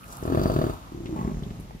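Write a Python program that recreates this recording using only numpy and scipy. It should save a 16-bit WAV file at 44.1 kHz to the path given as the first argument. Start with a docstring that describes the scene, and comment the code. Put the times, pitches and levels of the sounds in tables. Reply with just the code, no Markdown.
"""Bison bull on a roadside

A bull bellows twice as he walks among pines, some metres off and a little left of the microphones.
Slow, uneven beats of the vocal folds ring his open throat, with hissing air and a thin wheeze; the
second call is a softer closed-mouth grumble that dies away. Hooves brush dry grass, crack twigs and
knock on the earth, the trees scatter a little sound back, and faint wind rumbles underneath."""
import sys
import numpy as np
from scipy import signal
from scipy.fft import rfft, irfft
from scipy.io import wavfile
from scipy.ndimage import uniform_filter1d, map_coordinates

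SR = 44100
rng = np.random.default_rng(int(sys.argv[2]) if len(sys.argv) > 2 else 0)


def generate_wav(signal):
    """Clip the signal to [-1, 1] and save it as 16-bit WAV at the path in sys.argv[1]."""
    frames = np.transpose(np.atleast_2d(signal))
    scaled = np.clip(frames, -1, 1) * 32767
    pcm = np.round(scaled).astype(np.int16)
    wavfile.write(sys.argv[1], SR, pcm)


N = 79380
T = np.arange(N) / SR

# Wind and distant noise. Each row: frequency in Hz, gain in dB.
WIND_COLOUR = [(15, -31), (45, 4.5), (85, -3.5), (120, -0.5), (190, -3.5), (270, -7.5), (380, -15.5),
               (700, -17), (1200, -29.5), (2000, -26.5), (4000, -30), (6000, -33.5), (8500, -40.5),
               (12000, -36.5), (16000, -51)]
# The wind's rumble. Each row: time in seconds, gain in dB.
WIND_GUSTS = [(0, -8), (.06, 3), (.16, 3), (.22, 7.5), (.7, 9), (.81, 2), (.88, 5.5), (1.0, 8), (1.14, 6.5),
              (1.26, 9), (1.4, 5.5), (1.58, 2.5), (1.8, -2.5)]
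# Air through the mouth. Each row: time in seconds, gain in dB.
BREATH_LEVEL = [(0, -36), (.12, -2.5), (.25, -2), (.35, 4), (.46, 4.5), (.6, 4.5), (.7, 3), (.79, -3),
                (1.0, -13.5), (1.2, -8), (1.35, -10.5), (1.55, -11.5), (1.8, -19)]
# Its hiss. Each row: frequency in Hz, gain in dB.
BREATH_COLOUR = [(300, -7), (800, 21.5), (1300, 21), (1750, -3), (2100, -3), (2600, 3), (3000, 4),
                 (3300, -1.5), (3700, 7.5), (4100, -1), (4450, 0.5), (4750, -0.5), (5200, -8.5),
                 (6000, 0.5), (8500, -5.5), (9900, -2.5), (12000, -4), (14500, -0.5), (16000, -12)]
# Twig cracks and, in the last two rows, hoof knocks on earth. Each row: start in seconds,
# level in dB averaged over the scene, centre and width in Hz, decay in seconds.
CRACKS_AND_KNOCKS = [(.032, -75, 2580, 1200, 0.021), (0.123, -68, 7260, 7200, 0.011),
                     (0.167, -70, 9600, 9000, 0.0035), (0.235, -72, 6140, 3960, 0.0054),
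                     (.259, -72.5, 11100, 7940, 0.0072), (1.057, -67.5, 2350, 2200, 0.0099),
                     (1.432, -72, 3500, 900, .007), (1.599, -75, 11100, 5000, 0.013),
                     (1.504, -75.5, 1490, 2980, 0.008), (1.707, -66, 700, 704, .006)]
# Grass swishes and one long whistle of air near 1300 Hz.
# Each row: peak time and spread in seconds, level in dB, centre and width in Hz.
SWISHES_AND_WHISTLE = [(0.12, 0.04, -56.5, 6200, 4960), (0.154, 0.1, -56.5, 11400, 6200),
                       (0.113, 0.03, -52.5, 700, 398), (0.17, 0.37, -53, 1290, 298),
                       (0.827, 0.12, -57.5, 1080, 575), (1.266, 0.26, -65, 6330, 2000)]

# Beat of the vocal folds; the grumble keeps dropping an octave. Each row: time in seconds, rate in Hz.
BELLOW_RATE = [(.2265, 36.1), (.30, 45.9), (.36, 35.4), (.39, 51.3), (.45, 46.1), (.52, 51.9), (.56, 38.3),
               (.65, 38.8), (.73, 24.4)]
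GRUMBLE_RATE = [(.92, 37.8), (1.02, 32.4), (1.08, 58.4), (1.14, 63.2), (1.175, 29.6), (1.225, 61.9),
                (1.265, 29.6), (1.295, 61.4), (1.33, 27.4), (1.37, 47), (1.43, 24.2), (1.75, 18.7)]
# Effort behind the folds. Each row: time in seconds, gain in dB, loss on every second beat in dB.
BELLOW_DRIVE = [(.22, -8, -5), (.277, -3, 3.5), (.31, -1.5, 3), (0.36, 7.5, 2.5), (0.392, -1.5, 0),
                (0.481, 6, 15), (0.534, -6.5, -3.5), (0.573, 1, -5), (.64, 1, 4.5), (.70, -4.5, -2),
                (.745, -27, -4.5)]
GRUMBLE_DRIVE = [(.92, -9.5, -4.5), (1.129, -14.5, -12), (1.183, 11, 0), (1.222, 4, -1), (1.272, 14.5, 2.5),
                 (1.32, 5.5, 11), (1.39, -10, 0.5), (1.429, -4, -6), (1.51, -6, 16), (1.55, -9.5, 13),
                 (1.8, -21, -13)]
# Strength of the hard snap in the bellow. Each row: time in seconds, gain in dB.
SNAP_STRENGTH = [(.22, 0.5), (.277, 2), (.32, -9.5), (.375, 0.5), (.415, -1), (.46, -4), (.5, 6), (.56, -7),
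                 (.615, 7), (.645, -7), (.7, 4.5)]
# The bellow's resonances: open throat, upper throat, grainy noise and wheeze.
# Each row: frequency in Hz, gain in dB.
BELLOW_THROAT = [(25, -10), (50, 4), (110, 2.5), (190, -7), (250, -3.5), (300, -5), (370, 0), (470, -9),
                 (540, -15), (630, -11), (760, -22.5), (900, -40), (1100, -20.5), (1300, -21.5),
                 (1550, -28.5), (1800, -26.5), (2200, -65.5)]
UPPER_THROAT = [(150, -34.5), (300, -5.5), (400, -4.5), (480, 3), (560, -5), (630, 5.5), (700, -9.5),
                (800, -23), (1000, -26), (1300, -20), (1550, -54), (1800, -67), (2300, -50), (6000, -43)]
GRIT_RING = [(400, -45), (1300, 4.5), (2100, -6.5), (4000, -8), (9000, -44)]
WHEEZE_RING = [(2500, -39), (4100, -18), (4700, 1), (5300, -34), (5750, -11.5), (6400, -23), (11500, -34),
               (14800, -15)]
# Flares of the wheeze. Each row: peak time and spread in seconds, gain in dB.
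FLARES = [(0.436, .004, 5.5), (0.476, 0.0025, -1), (0.543, 0.0064, -4), (.709, 0.004, -13)]
# Tones of nose and throat; an end ahead of the peak cuts the swell short.
# Each row: start, peak and end in seconds, first and last pitch in Hz, level at full swell in dB.
MOAN_TONES = [(0.2886, 0.317, 0.359, 300, 224.2, -24.5), (0.29, 0.44, .5, 260, 170, -30),
              (.31, 0.43, 0.35, 1100, 2000, -40), (.98, 1.126, 1.185, 348, 308, -30.5),
              (.47, 0.574, .68, 175, 111.2, -26.5)]
# The grumble's resonances: nasal hum, closed-mouth grunt, slack throat and parted lips.
# Each row: frequency in Hz, gain in dB.
NASAL_RING = [(60, -0.5), (230, -6.5), (350, 1), (470, -23.5), (1400, -38)]
GRUNT_RING = [(25, -14), (60, 6), (110, -8.5), (160, 9), (230, 5), (280, -4), (400, -0.5), (480, -32),
              (650, -22), (760, -23), (860, -16.5), (980, -64), (1110, -36), (1400, -28.5)]
SLACK_RING = [(25, 3), (50, 9), (100, -4.5), (150, 2.5), (230, -3), (300, -18), (410, -9.5), (500, -29),
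              (1100, -67), (1800, -31)]
LIP_RING = [(300, -37), (500, 1), (590, 11), (740, 0.5), (870, 13), (980, 7), (1120, 15.5), (1300, -10),
            (1700, -10), (2200, -8), (4000, -24.5)]
# The lips part briefly. Each row: time in seconds, gain in dB.
LIP_OPENING = [(1.135, -63), (1.158, 1.5), (1.2, 4.5), (1.235, -5), (1.28, 0.5), (1.31, -8), (1.45, -48),
               (1.55, -42)]


def undb(db):
    """Decibels to gain."""
    return 10 ** (np.asarray(db) / 20)


def level(x, db):
    """Set the rms level over the whole scene."""
    return x * undb(db) / np.sqrt(np.mean(x ** 2) + 1e-20)


def curve(table, t, column=1):
    """One column of a table, joined by straight lines."""
    rows = np.array(table, float)
    return np.interp(t, rows[:, 0], rows[:, column])


def colour(x, points):
    """Causal filter with the given (Hz, dB) response."""
    size = 2 ** 17
    hz, db = np.array(points, float).T
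    bins_hz = np.maximum(np.arange(size // 2 + 1) * SR / size, 1)
    gain = undb(np.interp(np.log(bins_hz), np.log(hz), db))
    cepstrum = irfft(np.log(gain))
    cepstrum[1:size // 2] *= 2  # fold to minimum phase
    cepstrum[size // 2 + 1:] = 0
    return irfft(rfft(x, size) * np.exp(rfft(cepstrum)))[..., :N]


def band(x, hz, width_hz):
    """Two passes through one resonance."""
    peak = signal.iirpeak(hz, hz / width_hz, SR)
    return signal.lfilter(*peak, signal.lfilter(*peak, x))


def wander(hz):
    """Slow random wandering, spread near 1."""
    hold = int(SR / hz)
    steps = np.repeat(rng.standard_normal(N // hold + 1), hold)
    return np.sqrt(2) * uniform_filter1d(uniform_filter1d(steps, hold), hold)[:N]


def bump(at, spread_s):
    """A bell-shaped rise and fall."""
    return np.exp(-((T - at) / spread_s) ** 2 / 2)


def puffs(closures, decay_s):
    """Turbulence that starts at each closure of the folds and dies away."""
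    envelope = signal.lfilter([1], [1, -np.exp(-1 / (decay_s * SR))], closures)
    return envelope * rng.standard_normal(N)


def wind():
    """A swelling rumble, alike at both microphones, under wide faint hiss."""
    mid, side = colour(rng.standard_normal((2, N)), WIND_COLOUR)
    lows = signal.butter(1, 650, fs=SR)
    swell = undb(curve(WIND_GUSTS, T) - 3 * wander(hz=6.1))
    mid = mid + signal.lfilter(*lows, mid) * (swell - 1)
    side = side - 0.74 * signal.lfilter(*lows, side)
    return level(np.array([mid + side, mid - side]), db=-39.5)


def breath(beat_times, steady=.83, puff_s=.0042):
    """Air hisses through the mouth and puffs with every beat."""
    since_beat = T - np.r_[-1, beat_times][np.searchsorted(beat_times, T)]
    flow = (steady + np.exp(-since_beat / puff_s)) * undb(curve(BREATH_LEVEL, T))
    return level(colour(rng.standard_normal(N) * flow, BREATH_COLOUR), db=-47)


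def hooves():
    """Hooves crack twigs and knock dully on the earth; each burst dies quickly."""
    out = np.zeros(N)
    for at, db, hz, width, decay in CRACKS_AND_KNOCKS:
        grains = rng.standard_normal(N) * undb(6 * wander(hz=1500))
        burst = grains * (T >= at) * np.exp(-np.abs(T - at) / decay)
        out += level(band(burst, hz, width), db)
    return out


def grass_and_whistle():
    """Grass swishes under hooves, and air gives a long breathy whistle near 1300 Hz."""
    out = np.zeros(N)
    for at, spread, db, hz, width in SWISHES_AND_WHISTLE:
        grains = rng.standard_normal(N) * undb(4.5 * wander(hz=900))
        out += level(band(grains, hz, width), db) * bump(at, spread)
    return out


def folds(rate, drive, jitter_s=.00015, shimmer_db=.6):
    """The vocal folds close once a cycle, unevenly; returns the closures and their times."""
    t = T[T >= rate[0][0]]
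    cycles = np.cumsum(curve(rate, t)) / SR
    beat = np.arange(int(cycles[-1]) + 1)
    chance = rng.standard_normal((len(beat), 2))
    times = np.interp(beat, cycles, t) + jitter_s * chance[:, 0]
    alternate_loss = beat % 2 * curve(drive, times, column=2)
    db = curve(drive, times) - alternate_loss + shimmer_db * chance[:, 1]
    voiced = times < min(drive[-1][0], T[-1])
    closures = np.zeros(N)
    closures[(times[voiced] * SR).astype(int)] = undb(db[voiced])
    return closures, times[voiced]


def voice(closures, throat, build_s, rough):
    """Flow builds and is cut off at each closure; turbulence follows; both ring the throat."""
    # filtered backwards, so the flow rises towards each closure
    flow = signal.lfilter([1], [1, -np.exp(-1 / (build_s * SR))], closures[::-1])[::-1]
    flow_drop = -np.diff(flow, append=0)
    turbulence = puffs(closures, decay_s=.02)
    return colour(level(flow_drop, 0) + rough * level(turbulence, 0), throat)


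def flesh(x, top_hz=1900):
    """Soft tissue rounds off the top of every beat."""
    return signal.sosfilt(signal.butter(8, top_hz, fs=SR, output="sos"), x)


def bellow(closures):
    """The loud call: sharp, rough beats ring the open throat."""
    return level(voice(closures, BELLOW_THROAT, build_s=.0011, rough=.3), db=-29.5)


def snap(closures):
    """Hard closures ring the upper throat: their snap grows as the square of their strength."""
    strikes = closures ** 2 * undb(curve(SNAP_STRENGTH, T))
    return level(colour(strikes, UPPER_THROAT), db=-38.5)


def grit(closures):
    """Grainy noise fills the throat between the beats."""
    grains = puffs(np.sqrt(closures), decay_s=.025) * undb(5 * wander(hz=350))
    return level(colour(grains, GRIT_RING), db=-55)


def wheeze(closures, start_s=.281, length_s=.44):
    """A reedy rattle of air pulses with the beats and now and then flares."""
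    along = np.clip((T - start_s) / length_s, 0, 1)
    rattle = puffs(np.sign(closures), decay_s=.013) * np.sqrt(along * (1 - along))
    flares = sum(undb(db) * bump(at, spread) for at, spread, db in FLARES)
    return level(colour(rattle + flares * rng.standard_normal(N), WHEEZE_RING), db=-55.5)


def moans():
    """Low tones swell, waver and sink as the throat lengthens; one faint high tone darts upward."""
    out = np.zeros(N)
    for start, peak, end, first_hz, last_hz, db in MOAN_TONES:
        hz = np.interp(T, [start, end], [first_hz, last_hz])
        tone = np.exp(2j * np.pi * np.cumsum(hz) / SR)
        swell = np.interp(T, [start, peak, end], [0, 1, 0])
        waver = 1 + .22 * (wander(hz=80) + 1j * wander(hz=80))  # in level and phase
        out += undb(db) * swell * (waver * tone).imag
    return out


def grumble(closures, grunt_at_s=1.15, slacken_at_s=1.319, blend_s=.0035):
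    """A nasal hum opens into a grunt, then darkens into separate soft knocks as the throat slackens."""
    opened = .5 + .5 * np.tanh((T - grunt_at_s) / blend_s)
    slack = .5 + .5 * np.tanh((T - slacken_at_s) / blend_s)
    soft_beats = dict(build_s=.0022, rough=.2)
    hum = voice(closures * (1 - opened), NASAL_RING, **soft_beats)
    grunt = voice(closures * opened * (1 - slack), GRUNT_RING, **soft_beats)
    knocks = voice(closures * slack, SLACK_RING, **soft_beats)
    return level(hum, db=-44.5) + level(grunt, db=-40) + level(knocks, db=-42.5)


def rasp(closures):
    """Beats leak out brighter while the lips part."""
    leak = puffs(np.sign(closures), decay_s=.016) * undb(curve(LIP_OPENING, T))
    return level(colour(leak, LIP_RING), db=-52)


def microphones(x, left_db, lag_s=.0003944):
    """The left microphone hears the bull sooner, and louder by left_db."""
    late = map_coordinates(x, [(T - lag_s) * SR], mode="nearest")
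    return np.array([x * undb(left_db / 2), late * undb(-left_db / 2)])


def trees(x, db, t60_s=.24):
    """A thin, short scatter from trunks and ground, different at each microphone."""
    tail = rng.standard_normal((2, N)) * undb(-60 * T / t60_s) * (T > .004)
    tail /= np.sqrt(np.sum(tail ** 2, axis=1, keepdims=True))
    return undb(db) * signal.fftconvolve(x[None], tail, axes=1)[:, :N]


def scene():
    """The bull's calls, breath and hooves from some metres off, among pines and wind."""
    loud, loud_times = folds(BELLOW_RATE, BELLOW_DRIVE)
    soft, soft_times = folds(GRUMBLE_RATE, GRUMBLE_DRIVE)
    beat_times = np.r_[loud_times, soft_times]
    calls = flesh(bellow(loud) + grumble(soft)) + moans() + rasp(soft)
    snaps = flesh(snap(loud))
    # hiss arrives directly and as unrelated scatter on each side
    hiss, *hiss_scatter = (breath(beat_times) + grass_and_whistle() for _ in range(3))
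    crisp = grit(loud) + wheeze(loud) + hooves()
    direct = microphones(calls, left_db=.85) + microphones(snaps, left_db=2)
    direct += microphones(hiss + crisp, left_db=0)
    scatter = trees(calls + snaps + crisp, db=-9.5) + undb(-.5) * np.array(hiss_scatter)
    return direct + scatter + wind()


def record(dry, low_hz=30, top_hz=15600):
    """The recorder cuts the deepest rumble, rounds the loudest peaks and cuts the top."""
    trimmed = signal.sosfilt(signal.butter(2, low_hz, "high", fs=SR, output="sos"), dry)
    rounded = np.tanh(1.6 * trimmed) / 1.6
    return signal.sosfilt(signal.ellip(10, .2, 80, top_hz, fs=SR, output="sos"), rounded)


dry = scene()
out = record(dry)
generate_wav(out)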